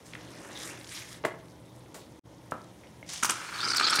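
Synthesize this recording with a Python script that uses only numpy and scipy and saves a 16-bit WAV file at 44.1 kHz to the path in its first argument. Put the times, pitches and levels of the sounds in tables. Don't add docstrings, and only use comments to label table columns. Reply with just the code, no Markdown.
import sys
import numpy as np
from scipy import signal
from scipy.fft import rfft, irfft, next_fast_len
from scipy.io import wavfile

SR = 44100
rng = np.random.default_rng(int(sys.argv[2]) if len(sys.argv) > 2 else 0)


def voltage_ratio(decibels):
    exponent = np.asarray(decibels, float) / 20
    return 10 ** exponent


def put_to_file(sound):
    columns = np.atleast_2d(sound).T
    safe = np.clip(columns, -1, 1)
    whole_steps = np.round(safe * 32767)
    wavfile.write(sys.argv[1], SR, whole_steps.astype(np.int16))


N = 176400

# (frequency [Hz], density [dB per Hz])
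ROOM_COLOUR = [(30, -47), (66, -3.5), (117, -6), (230, -5.5), (300, -5), (520, -10), (950, -15),
               (1500, -24)]
# (frequency [Hz], width [Hz], level [dB])
MOTOR_TONES = [(120.5, 9.3, -47), (165.5, 16, -50.5), (307.6, 6.7, -52.5)]
# (frequency [Hz], density [dB per Hz])
FOAM_COLOUR = [(900, -20), (1700, -5), (4000, -8.5), (9000, -13), (16500, -23.5)]
# (time [s], gain [dB])
CHANGE_GAIN = [
    (2.188, -11.5),
    (2.194, -10),
    (2.194, -55),
    (2.217, -65),
    (2.233, -51),
    (2.239, -26),
    (2.258, -12),
]

# (time [s], peak [dB], tail level [dB], tail t60 [s])
SPONGE_DROP = [
    (1.234, -54, -46, 0.05),
    (1.238, -29, -30, 0.067),
    (1.2475, -23, -21, 0.04),
    (1.2520, -22, -25, 0.04),
    (1.260, -25, -45, 0.24),
    (1.2655, -19.5, -40.5, 0.017),
]
RIM_TAPS = [
    (1.944, -43.5, -41.5, 0.22),
]
CAN_SET_DOWN = [
    (2.520, -7.5, -30.5, 0.16),
]
CAP_KNOCKS = [
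    (2.836, -38, -55, 0.13),
    (3.028, -29, -61, 0.057),
]
CONTACT_TICKS = [
    (1.2510, -21.5, -34.5, 0.087),
    (1.9440, -29, -43, 0.26),
    (2.5110, -28, -43, 0.053),
]
# (frequency [Hz], level [dB], t60 [s])
BASIN_MODES = [(355, -2, 0.028), (593, -1, 0.031), (950, -4.5, 0.027), (1920, 0, .012), (2980, -8, 0.0093)]
CAN_MODES = [(154, -7, 0.031), (584, -4.5, 0.022), (1000, -2, 0.013), (1320, -5.5, 0.05),
             (1760, -3.5, 0.0037)]
CAP_MODES = [(600, 3, 0.023), (2140, 6, 0.02), (3000, -4, .006)]
TICK_MODES = [(3720, 1, 0.0019), (7500, 9, 0.0017), (12900, -7, 0.00038)]

# (time [s], peak
# [dB], pitch [Hz])
BUBBLE_POPS = [(0.135, -25.5, 2300), (0.1517, -23.5, 2000), (1.2506, -11.5, 1950), (0.4486, -32.5, 1830),
               (0.7759, -34, 1880), (0.812, -33, 3120), (0.8441, -29, 4750), (0.8678, -37, 3000),
               (0.892, -30, 5140), (1.1286, -30.5, 5400), (1.7624, -44, 8400), (3.0642, -39.5, 5080),
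               (3.0905, -26, 5150),
               (0.2092, -35.5, 3200), (0.385, -38, 3530), (1.4834, -46, 3580), (1.5194, -44, 5090),
              (1.8066, -46, 3670), (1.994, -40, 4380), (2.3471, -46, 5610), (2.3814, -51, 3600),
              (2.6167, -42, 4980), (2.643, -42, 6820), (2.7901, -52, 5980), (2.8707, -42, 3520)]

# (time [s], fizz level [dB], squelch level [dB])
WRING = [
    (0, -57, -61),
    (.1, -49, -52.5),
    (.36, -43.5, -46.5),
    (.5, -41.5, -44),
    (.63, -33, -44.5),
    (.72, -38.5, -41.5),
    (.79, -43.5, -52),
    (.89, -41, -58),
]
# (time [s], level [dB])
REFILL = [
    (.89, -40),
    (.92, -32),
    (.98, -29),
    (1.04, -36.5),
    (1.07, -39),
    (1.13, -35.5),
    (1.19, -48.5),
]
# (frequency [Hz], density [dB per Hz])
FIZZ_COLOUR = [(900, -15), (1600, -2), (3500, -7.5), (4400, -2.5), (9000, -8), (16500, -28.5)]
# (frequency [Hz], density [dB per Hz])
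SQUELCH_COLOUR = [(250, 5), (500, 0), (1000, -5.5), (3000, -8.5)]
# (time [s], length [s], level [dB], pitch [Hz], width [Hz])
PORE_JETS = [
    (0.506, 0.024, -39, 3630, 870),
    (0.552, 0.035, -29.5, 3620, 630),
    (0.601, 0.077, -35, 3700, 610),
    (0.625, 0.026, -33, 5200, 600),
    (0.625, 0.015, -32, 9000, 5000),
    (0.645, 0.074, -31.5, 8000, 4800),
    (2, 0.069, -48, 3600, 3200),
    (1.65, 0.1, -57.5, 3700, 400),
    (0.055, 0.062, -41, 5900, 5900),
    (0.95, 0.05, -34.5, 4500, 2200),
]

# (time [s], level [dB])
GAS_FLOW = [
    (3.062, -52),
    (3.087, -38.5),
    (3.092, -28.5),
    (3.14, -27.5),
    (3.22, -33.5),
    (3.34, -32),
    (3.75, -56),
]
# (frequency [Hz], density [dB per Hz])
GAS_COLOUR = [(500, -6.5), (1300, -7.5), (3300, -1.5), (7000, 0), (10000, -9), (12500, -34), (16500, -17)]
# (time [s], tube level [dB], mouth level [dB], mouth centre [Hz])
FOAM_FLOW = [
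    (3.225, -60, -57, 4700),
    (3.33, -35, -78, 4660),
    (3.48, -32, -44, 4100),
    (3.58, -28.5, -37, 4397),
    (3.66, -29.5, -27, 4825),
    (3.76, -30, -25, 4573),
    (3.86, -27, -24.5, 4260),
    (4.0, -27, -27, 4350),
]
# (frequency [Hz], width [Hz], level [dB])
TUBE_MODES = [(1370, 610, -0.5), (2260, 670, -7), (2930, 1100, -10), (904, 490, -11), (272, 260, -13.5)]
# (multiple of mouth centre [1], width [Hz], level [dB])
MOUTH_MODES = [(.82, 450, -7), (1.0, 450, 0), (1.2, 650, -7), (1.5, 900, -14), (1.8, 900, -17)]
# (time [s], peak [dB], pitch [Hz])
TUBE_SLUGS = [(3.525, -31, 1400), (3.557, -26, 1370), (3.598, -19.5, 1400), (3.631, -13.5, 1360),
              (3.656, -20, 1370), (3.665, -13.5, 1380), (3.676, -18, 1310), (3.699, -16, 1440),
              (3.716, -15, 1410), (3.737, -15, 1332), (3.747, -17, 1370), (3.76, -18, 1460),
              (3.783, -25, 1400), (3.798, -16, 1446), (3.811, -9.5, 1273), (3.822, -18, 1240),
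              (3.836, -11, 1265), (3.85, -16, 1380), (3.868, -8, 1374), (3.882, -9, 1320),
              (3.906, -16, 1440), (3.919, -18, 1440), (3.931, -5, 1220), (3.951, -16, 1376),
              (3.97, -17, 1270), (3.986, -11, 1288)]
# (time [s], peak [dB], pitch [Hz])
MOUTH_SLUGS = [(3.5873, -22.5, 4080), (3.604, -18, 3770), (3.6134, -24, 4590), (3.6286, -18, 4940),
               (3.6506, -19, 4920), (3.6755, -21, 4760), (3.685, -15.5, 4530), (3.711, -14.5, 4800),
               (3.7344, -17, 4540), (3.762, -12, 5330), (3.7695, -18, 4220), (3.798, -12.5, 4200),
               (3.8324, -14.5, 4580), (3.8425, -8, 4480), (3.85, -8.5, 4280), (3.8717, -13, 4160),
               (3.883, -13, 4210), (3.898, -12.5, 5250), (3.9315, -16, 4220), (3.9373, -12, 4210),
               (3.959, -13, 4220), (3.9924, -10.5, 4170)]
# (time [s], peak [dB], tube share [dB])
SPITS = [(3.1334, -12.5, -13.5), (3.2264, -16, 4), (3.23, -7.5, -3), (3.233, -3.5, -14), (3.2452, -1.5, -5),
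         (3.253, -3, -21), (3.2913, -16, 7.5), (3.2953, -3, -4), (3.305, -4, -9), (3.3176, -17, -7),
         (3.7136, -18.5, 1.5), (3.746, -18, 3), (3.7631, -13, -31), (3.768, -6, -28), (3.797, -11.5, 2),
         (3.8981, -12.5, -20), (3.906, -14, -12), (3.941, -16, -5), (3.954, -8, -33), (3.961, -9.5, -20),
         (3.9868, -17, 10)]
# (frequency [Hz], density [dB per Hz])
SPIT_COLOUR = [(2500, -14), (4400, -1), (5300, 0), (8000, 5), (11000, -10), (16500, -14)]

ROOM_DB, FOAM_DB, FOAM_LATER_DB = -45.5, -51.5, -2.5
ROOM_T60_S, ROOM_WET_DB, WALL_CUT_HZ = 0.42, -16.5, 7600
RATTLE_SHARE = 0.22
POP_CYCLES = 2.9
SLUGS_PER_S, SLUG_DB = 2500, 4.5
SPUTTER_DB, TUBE_BED_DB, MOUTH_BED_DB = 3.5, 0.5, 2.5
SPIT_RISE_S, SPIT_T60_S = 0.0014, 0.034
AIR_DB, AIR_HZ = -54, 10500


def rms_one(x):
    return x / np.sqrt(np.mean(x ** 2) + 1e-20)


def butter(x, order, hz, kind):
    return signal.sosfilt(signal.butter(order, hz, kind, fs=SR, output="sos"), x)


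def in_time(rows, fade_s=0.01):
    s, *columns = np.transpose(rows)
    t = np.arange(N) / SR
    opening = np.clip((t - s[0]) / fade_s + 1, 0, 1)
    closing = np.clip((s[-1] - t) / fade_s + 1, 0, 1)
    return [np.interp(t, s, c) for c in columns] + [opening * closing]


def drift(rate_hz):
    r = np.exp(-40 * np.pi * rate_hz / SR)
    noise = rng.standard_normal(N // 20 + 2002)
    slow = signal.lfilter([1], [1, -2 * r, r * r], noise)[2000:]
    return np.interp(np.arange(N) / 20, np.arange(len(slow)), rms_one(slow))


def grains(per_s, spread_db, hiss):
    size = voltage_ratio(spread_db * np.minimum(rng.exponential(1, N), 5)) * rng.choice([-1, 1], N)
    clicks = rms_one(size * (rng.random(N) < per_s / SR))
    return rms_one(clicks + hiss * rng.standard_normal(N))


def coloured(x, spectrum, patchy_db, rate_hz):
    hz, db = np.transpose(spectrum)
    bands = int(2.5 * np.log2(hz[-1] / hz[0])) + 1
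    edges = np.geomspace(hz[0], min(hz[-1], 17000), bands + 1)
    out, shared = 0, drift(rate_hz / 3)
    for k, (low, high) in enumerate(zip(edges, edges[1:])):
        shifted = np.roll(x, SR // 10 * (k // 2))
        band = (-1) ** k * butter(shifted, 2, [low, high], "band")
        level_db = np.interp(np.log(low * high) / 2, np.log(hz), db)
        flicker_db = patchy_db * (0.097 * shared + drift(rate_hz))
        out = out + band * voltage_ratio(level_db + flicker_db)
    return rms_one(out)


def resonance(x, hz, width_hz):
    r = np.exp(-np.pi * width_hz / SR)
    gain = (1 - r * r) / 2
    return signal.lfilter([gain, 0, -gain], [1, -2 * r * np.cos(2 * np.pi * hz / SR), r * r], x)


def sharp_band(x, hz, width_hz):
    return rms_one(resonance(resonance(x, hz, width_hz), hz, width_hz))


def ring(clicks, hz, t60_s):
    r, w = voltage_ratio(-60 / (t60_s * SR)), 2 * np.pi * hz / SR
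    return signal.lfilter([0, np.sin(w)], [1, -2 * r * np.cos(w), r * r], clicks + 1e-18)


def puffs(rows, rise_s):
    t = np.arange(N) / SR
    out = 0
    for s, db, t60_s in rows:
        decay = voltage_ratio(db - 60 * np.maximum(t - s, 0) / t60_s)
        out = out + decay * np.clip((t - s) / rise_s, 0, 1)
    return out


def room_tone():
    out = voltage_ratio(ROOM_DB + 4.0) * coloured(rng.standard_normal(N), ROOM_COLOUR, patchy_db=-1.2, rate_hz=4.6)
    for hz, width_hz, db in MOTOR_TONES:
        out += voltage_ratio(db) * sharp_band(rng.standard_normal(N), hz, width_hz)
    since_s = np.arange(N) / SR - CHANGE_GAIN[3][0]
    later_db = FOAM_LATER_DB * (since_s > 0) * np.clip(1 - since_s / 0.16, -0.6, 1)
    crackle = coloured(grains(800, 5.1, 1.9), FOAM_COLOUR, patchy_db=1.5, rate_hz=23)
    return out + voltage_ratio(FOAM_DB + later_db) * crackle


def room(x):
    size = next_fast_len(N + SR)
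    w = 2 * np.pi * np.arange(size // 2 + 1) / size
    dull = 1 / (1 + 1j * w * SR / (2 * np.pi * WALL_CUT_HZ))
    response = 0
    for k, lag_s in enumerate(rng.uniform(0.009, 0.035, 10)):
        loop = voltage_ratio(-60 * lag_s / ROOM_T60_S) * dull * np.exp(-1j * w * int(lag_s * SR))
        response = response + (-1) ** k * loop / (1 - loop)
    return irfft(response * rfft(x, size), size)[:N]


def knock(hits, modes):
    out, blows = 0, np.zeros(N)
    blows[[int(h[0] * SR) for h in hits]] = voltage_ratio(np.array(hits)[:, 1] - 1)
    for k, (hz, level_db, t60_s) in enumerate(modes):
        shorten = (modes[1][0] / hz) ** 0.24
        tail = puffs([(s, tail_db - 2.0, fade_s * shorten) for s, _, tail_db, fade_s in hits], 0.0014)
        rattle = ring(tail * rng.standard_normal(N), hz, RATTLE_SHARE * t60_s)
        out = out + voltage_ratio(level_db) * ((-1) ** k * ring(blows, hz, t60_s) + rattle)
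    return butter(out, 2, [0.56 * modes[0][0], min(1.63 * modes[-1][0], 20000)], "band")


def knocks():
    out = knock(SPONGE_DROP + RIM_TAPS, BASIN_MODES) + knock(CAN_SET_DOWN, CAN_MODES)
    return out + knock(CAP_KNOCKS, CAP_MODES) + knock(CONTACT_TICKS, TICK_MODES)


def pops():
    noise, out = rng.standard_normal(N), 0
    for s, db, hz in BUBBLE_POPS:
        crackle = noise * puffs([(s, db + 4.0, 0.012)], 0.0004)
        out = out + resonance(ring(crackle, hz, POP_CYCLES / hz), hz, 1.24 * hz)
    return out


def sponge():
    fizz_db, squelch_db, on = in_time(WRING)
    fizz = coloured(grains(2500, 5.1, 0.65), FIZZ_COLOUR, patchy_db=2.5, rate_hz=15)
    squelch = coloured(grains(900, 4.1, 1.0), SQUELCH_COLOUR, patchy_db=2.5, rate_hz=19)
    out = on * (voltage_ratio(fizz_db) * fizz + voltage_ratio(squelch_db + 6.5) * squelch)
    refill_db, on = in_time(REFILL)
    out += on * voltage_ratio(refill_db) * coloured(grains(3000, 4.9, 1.0), FIZZ_COLOUR, patchy_db=2.5, rate_hz=20)
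    jet, t = grains(3000, 4.5, 0.58), np.arange(N) / SR
    for s, length_s, db, hz, width_hz in PORE_JETS:
        rise = np.clip((t - s) / 0.00084, 0, 1)
        sag = voltage_ratio(-9 * np.maximum(t - s, 0) / length_s)
        close = np.clip((s + 1.07 * length_s - t) / 0.0029, 0, 1)
        out += voltage_ratio(db) * rise * sag * close * sharp_band(jet, hz, width_hz)
    return out


def tube_noise():
    out = 0
    for hz, width_hz, db in TUBE_MODES:
        out = out + voltage_ratio(db) * sharp_band(grains(SLUGS_PER_S, 4.2, 0.99), hz, width_hz)
    return rms_one(out)


def mouth_noise(mouth_hz):
    cycles, out = np.cumsum(mouth_hz * voltage_ratio(0.28 * drift(15))) / SR, 0
    for multiple, width_hz, db in MOUTH_MODES:
        pair = butter([grains(SLUGS_PER_S, 5.3, 0.55) for _ in range(2)], 2, width_hz / 2, "low")
        turn = 2 * np.pi * multiple * cycles
        band = rms_one(pair[0] * np.cos(turn) + pair[1] * np.sin(turn))
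        out = out + voltage_ratio(db + 2.6 * drift(25)) * band
    return rms_one(out)


def slugs(rows, body, rise_s, t60_s, noisy_db):
    t, waver_s = np.arange(N) / SR, np.cumsum(0.03 * drift(150.3)) / SR
    out = 0
    for s, db, hz in rows:
        tone = np.sin(2 * np.pi * hz * (t + waver_s))
        swell = puffs([(s - rise_s / 2, db + SLUG_DB, t60_s)], rise_s)
        out = out + swell * (tone + voltage_ratio(noisy_db) * body)
    return out


def spits(tube):
    spray = coloured(grains(4000, 4.3, 0.76), SPIT_COLOUR, patchy_db=3.5, rate_hz=68)
    bursts = puffs([(s, db - 5, SPIT_T60_S) for s, db, _ in SPITS], SPIT_RISE_S)
    thumps = puffs([(s, db + low_db - 3.5, 1.25 * SPIT_T60_S) for s, db, low_db in SPITS], SPIT_RISE_S)
    return spray * bursts + tube * thumps


def can():
    gas_db, on = in_time(GAS_FLOW)
    out = on * voltage_ratio(gas_db) * coloured(grains(5000, 6.0, 0.9), GAS_COLOUR, patchy_db=0.0, rate_hz=40)
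    tube_db, mouth_db, mouth_hz, on = in_time(FOAM_FLOW)
    sputter_db = SPUTTER_DB * drift(83)
    tube, mouth = tube_noise(), mouth_noise(mouth_hz)
    out += on * voltage_ratio(tube_db + TUBE_BED_DB + sputter_db) * tube
    out += on * voltage_ratio(mouth_db + MOUTH_BED_DB + sputter_db) * mouth
    out += on * voltage_ratio(tube_db - 8.0) * coloured(rng.standard_normal(N), SPIT_COLOUR, patchy_db=1.5, rate_hz=18)
    out += slugs(TUBE_SLUGS, tube, rise_s=0.0046, t60_s=0.036, noisy_db=-7.5)
    out += slugs(MOUTH_SLUGS, mouth, rise_s=0.0015, t60_s=0.038, noisy_db=-8.5)
    out += on * voltage_ratio(AIR_DB) * butter(rng.standard_normal(N), 4, AIR_HZ, "high")
    return out + spits(tube)


def scene():
    near = butter(knocks() + pops() + sponge() + can(), 2, 110, "high")
    return (room_tone() + voltage_ratio(ROOM_WET_DB) * room(near) + near)[None]


def top_cut(x):
    return signal.sosfilt(signal.butter(12, 15890, fs=SR, output="sos"), x)


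def record(dry):
    s, gain_db = np.transpose(CHANGE_GAIN)
    low_passed = signal.sosfilt(signal.cheby2(18, 50, 16150, fs=SR, output="sos"), dry)
    mix = low_passed * voltage_ratio(np.interp(np.arange(N) / SR, s, gain_db))
    return top_cut(mix)


dry = scene()
out = record(dry)
put_to_file(out)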